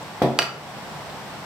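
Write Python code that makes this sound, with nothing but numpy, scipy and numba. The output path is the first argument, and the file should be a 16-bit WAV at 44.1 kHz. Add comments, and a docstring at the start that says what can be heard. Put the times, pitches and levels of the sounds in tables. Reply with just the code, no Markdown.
"""A mallet laid on a work table, close to a stereo microphone in a small, bare workshop.
Its padded head lands with a dull thump that sets the table ringing; then the wooden handle drops
with a sharp knock, a little to the right, and chatters faintly. A hand brushes leather, barely heard.
Ventilation rushes steadily behind, and the recorder's gain dips a little after the blows."""
import sys
import numpy as np
from scipy import signal
from scipy.fft import rfft, irfft
from scipy.io import wavfile
from numba import njit

SR = 44100
rng = np.random.default_rng(int(sys.argv[2]) if len(sys.argv) > 2 else 0)


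def dump(signal):
    """Clip the signal to [-1, 1] and save it as 16-bit WAV at the path in sys.argv[1]."""
    limited = np.clip(np.atleast_2d(signal).T, -1, 1)
    pcm = np.round(limited * 32767).astype(np.int16)
    wavfile.write(sys.argv[1], SR, pcm)


N = 63945
TIME, FREQS = np.arange(N) / SR, np.fft.rfftfreq(N, 1 / SR)


def undb(db):
    """Decibels to amplitude."""
    return 10 ** (np.asarray(db) / 20)


def unit(x):
    """Scale to rms 1."""
    return x / np.sqrt(np.mean(x ** 2))


def curve(points, hz):
    """Read (f/Hz, value) points on a log-frequency axis."""
    f, values = np.array(points, float).T
    return np.interp(np.log(np.maximum(hz, 1)), np.log(f), values)


def colour(noise, points):
    """Shape noise by (f/Hz, level/dB) points; rms 1."""
    return unit(irfft(rfft(noise) * undb(curve(points, FREQS)), N))


def fade(t60, start=0):
    """Exponential decay from a starting time."""
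    age = TIME - start
    return (age >= 0) * np.exp(-np.log(1000) * np.maximum(age, 0) / t60)


def convolve(x, response):
    """Pass a signal through the response of a body or a room."""
    return signal.fftconvolve(np.atleast_2d(x), np.atleast_2d(response), axes=-1)[:, :N]


def diffuse():
    """Diffuse noise at the microphone: left and right alike in the bass, unrelated in the treble."""
    # likeness of the two channels: f/Hz, correlation
    likeness = [(60, .9), (300, 0.84), (700, 0.81), (1300, .58), (2500, 0), (5000, 0.042), (15000, 0.09)]
    correlation = curve(likeness, FREQS)
    mid, side = rfft(rng.standard_normal((2, N))) * np.sqrt([1 + correlation, 1 - correlation])
    return unit(irfft(np.array([mid + side, mid - side]), N))


def noise_band(detuning):
    """Diffuse noise in one band, at half amplitude where the detuning is 1; rms 1."""
    return unit(irfft(rfft(diffuse()) / (1 + detuning ** 2), N))


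def ring(modes, lag_s=0):
    """Damped sines of a struck body; higher bending waves travel faster and arrive sooner."""
    out = 0
    for hz, db, t60 in modes:
        start = lag_s + .0006 * np.sqrt(1000 / hz)
        out = out + undb(db) * np.sin(2 * np.pi * hz * (TIME - start)) * fade(t60, start)
    return out


def contacts(rows):
    """Force of a series of contacts: each a smooth bump, duller when longer."""
    force = 0
    for start, db, length in rows:
        age = np.maximum(TIME - start, 0) / (length / np.pi / 2)
        bump = age * np.exp(-age)
        force = force + undb(db) * bump / bump.sum()
    return force


def radiate(x, low_hz):
    """Steep bass roll-off of a body of limited size."""
    return signal.sosfilt(signal.butter(4, low_hz, "high", fs=SR, output="sos"), x)


def workshop():
    """Response of the bare walls, unit energy: dense echoes whose treble dies first."""
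    # reverberation time: f/Hz, t60/s
    decay = [(100, 0.57), (500, 0.61), (1500, 0.5), (4000, 0.35), (12000, 0.29)]
    gap_s, build_s = .0023, .002
    hz, t, cells = signal.stft(diffuse(), SR, nperseg=256)
    cells = cells * np.exp(-np.log(1000) * t / curve(decay, hz)[:, None])
    tail = signal.istft(cells, SR)[1][:, :N]
    onset = np.clip((TIME - gap_s) / build_s, 0, 1)
    return unit(tail * onset) / np.sqrt(N)


def ventilation():
    """Room tone: a rush of air that wavers slightly in level, with a low duct resonance."""
    # spectrum of the rush: f/Hz, level/dB
    spectrum = [(15, -51), (25, -17), (32, -29), (49, -18.5), (123, -6), (161, -5.5), (195, -1.5),
                (263, -10.5), (293, -8), (394, -9), (887, -4), (1260, -10), (5280, -21.5), (9320, -28.5),
                (10400, -39.5), (12500, -31), (16000, -42.5)]
    # slow drift of the level: t/s, level/dB
    drift = [(0, 0.14), (.55, -2), (.72, 0.5), (.88, 1), (1.1, 0.5), (1.25, 0.4), (1.45, 0.25)]
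    duct_hz, width_hz = 149.8, 17
    drone = undb(-49.5) * noise_band((FREQS - duct_hz) / (width_hz / 2))
    rush = undb(-36) * colour(diffuse(), spectrum)
    return (rush + drone) * undb(np.interp(TIME, *np.array(drift).T))


def leather():
    """Brief soft brushes of a hand on leather, before and after the blows."""
    # brushes: t/s, length/s, centre f/Hz, level/dB
    rustles = [(0.030, .012, 6800, -48), (1.102, .016, 3800, -43)]
    out, half_width_octaves = 0, .24
    for when, length, centre, db in rustles:
        octaves = np.log2(np.maximum(FREQS, 1) / centre)
        hiss = noise_band(octaves / half_width_octaves)
        out = out + undb(db) * hiss * np.exp(-(2 * (TIME - when) / length) ** 2)
    return out


def mallet_handle(walls):
    """The handle knocks and chatters right of centre; each contact rings the wood with a sharp crack."""
    # contacts of the handle: t/s, level/dB, contact length/s
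    knocks = [(0.3888, 0, .00014), (0.3960, -17, .00004), (0.4204, -11, .00015), (0.4272, -16, .00013)]
    # modes of the wooden handle on the table: f/Hz, level/dB, t60/s
    modes = [(460, -29, .011), (680, -17, .04), (935, -31, .015), (1380, -13, .03), (1630, -14.5, .03),
             (1870, -16.5, .03), (2620, -11.5, .028), (2890, -9.5, .02), (4730, -3.5, .011),
             (5720, -7, .007), (7090, -11.5, .008), (9700, -11, .006), (12050, -12, .006),
             (14650, -23, .014)]
    # spectrum of the crack: f/Hz, level/dB
    crack_spectrum = [(200, -10), (1200, -15), (2200, -24), (3000, -30), (5500, -1), (8000, 25),
                      (16000, -2)]
    force = undb(3) * radiate(contacts(knocks), low_hz=344)
    crack = undb(-21) * colour(diffuse(), crack_spectrum) * fade(t60=.008)
    ringing = np.array([ring(modes, lag_s=.00003), ring(modes)])  # reaches the left channel later
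    wood = convolve(force, ringing + crack)
    pan = undb([[-2.25], [2.25]])
    return pan * wood + undb(-4) * convolve(wood, walls)


def mallet_head(walls):
    """The padded head thuds and its cover scuffs as it settles; the table's ring swells under it."""
    # contacts of the head: t/s, level/dB, contact length/s
    thumps = [(0.2176, 0, .0006), (0.2298, -5, .003), (0.2470, -19, .0002)]
    # dead thud of the head on the table top: f/Hz, level/dB, t60/s
    thud_modes = [(300, -15, .05), (520, -7, .026), (740, -3, .018), (1050, -16, .014), (2000, -22, .015)]
    # long ring of the table: f/Hz, level/dB, t60/s
    table_modes = [(134, -18, .58), (211, -30, .45), (236, -20, .36), (305, -22, .26), (376, -15, .3),
                   (462, -24, .4), (569, -26, .5), (617, -20, .42), (685, -21, .48), (743, -27, .42),
                   (845, -26, .45), (938, -26, .33), (987, -26, .38), (1126, -29, .33)]
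    # spectrum of the scuff: f/Hz, level/dB
    scuff_spectrum = [(300, 11.5), (1500, 4), (3500, -1.5), (6000, -9.5), (10000, -17), (16000, -23)]
    swell_s, scuff_lag_s, grain_db = .008, .0035, 6
    force = radiate(contacts(thumps), low_hz=124)
    thud = undb(1) * convolve(force, ring(thud_modes))
    table = convolve(force, ring(table_modes) * (1 - np.exp(-TIME / swell_s)))
    grains = diffuse() * undb(grain_db * rng.standard_normal(N))
    settling = fade(t60=.039, start=thumps[0][0] + scuff_lag_s)
    scuff = undb(-17.5) * colour(grains, scuff_spectrum) * settling
    to_walls = undb(-3.5) * thud + undb(-12.5) * table + undb(1.5) * scuff
    return thud + table + scuff + convolve(to_walls, walls)


def scene():
    """What reaches the microphone: the mallet in front, the ventilation behind."""
    walls = workshop()
    return mallet_head(walls) + mallet_handle(walls) + leather() + ventilation()


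@njit
def follow(x, attack_s, release_s):
    """Level follower with separate times for rising and sinking."""
    out, level = np.empty(len(x)), 0.
    for i in range(len(x)):
        level += (x[i] - level) / (SR * (attack_s if x[i] > level else release_s))
        out[i] = level
    return out


def record(dry):
    """Microphone and recorder: treble dips, gentle gain control, full-scale clipping, treble cut-off."""
    # narrow dips in the microphone's treble: f/Hz, width/Hz, level/dB
    notches = [(6560, 470, -23), (10380, 320, -34)]
    knee_db, slope, top_hz = -31, .33, 15900
    x = dry
    for hz, width, db in notches:
        notched = signal.lfilter(*signal.iirnotch(hz, hz / width, SR), x)
        x = notched + undb(db) * (x - notched)
    level = follow(np.abs(x).mean(axis=0), attack_s=.22, release_s=.71)
    x = x * np.maximum(level / undb(knee_db), 1) ** -slope  # sinks by slope dB per dB above the knee
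    cutoff = signal.ellip(10, .2, 100, top_hz, fs=SR, output="sos")
    return signal.sosfilt(cutoff, np.clip(x, -1, 1))


dry = scene()
out = record(dry)
dump(out)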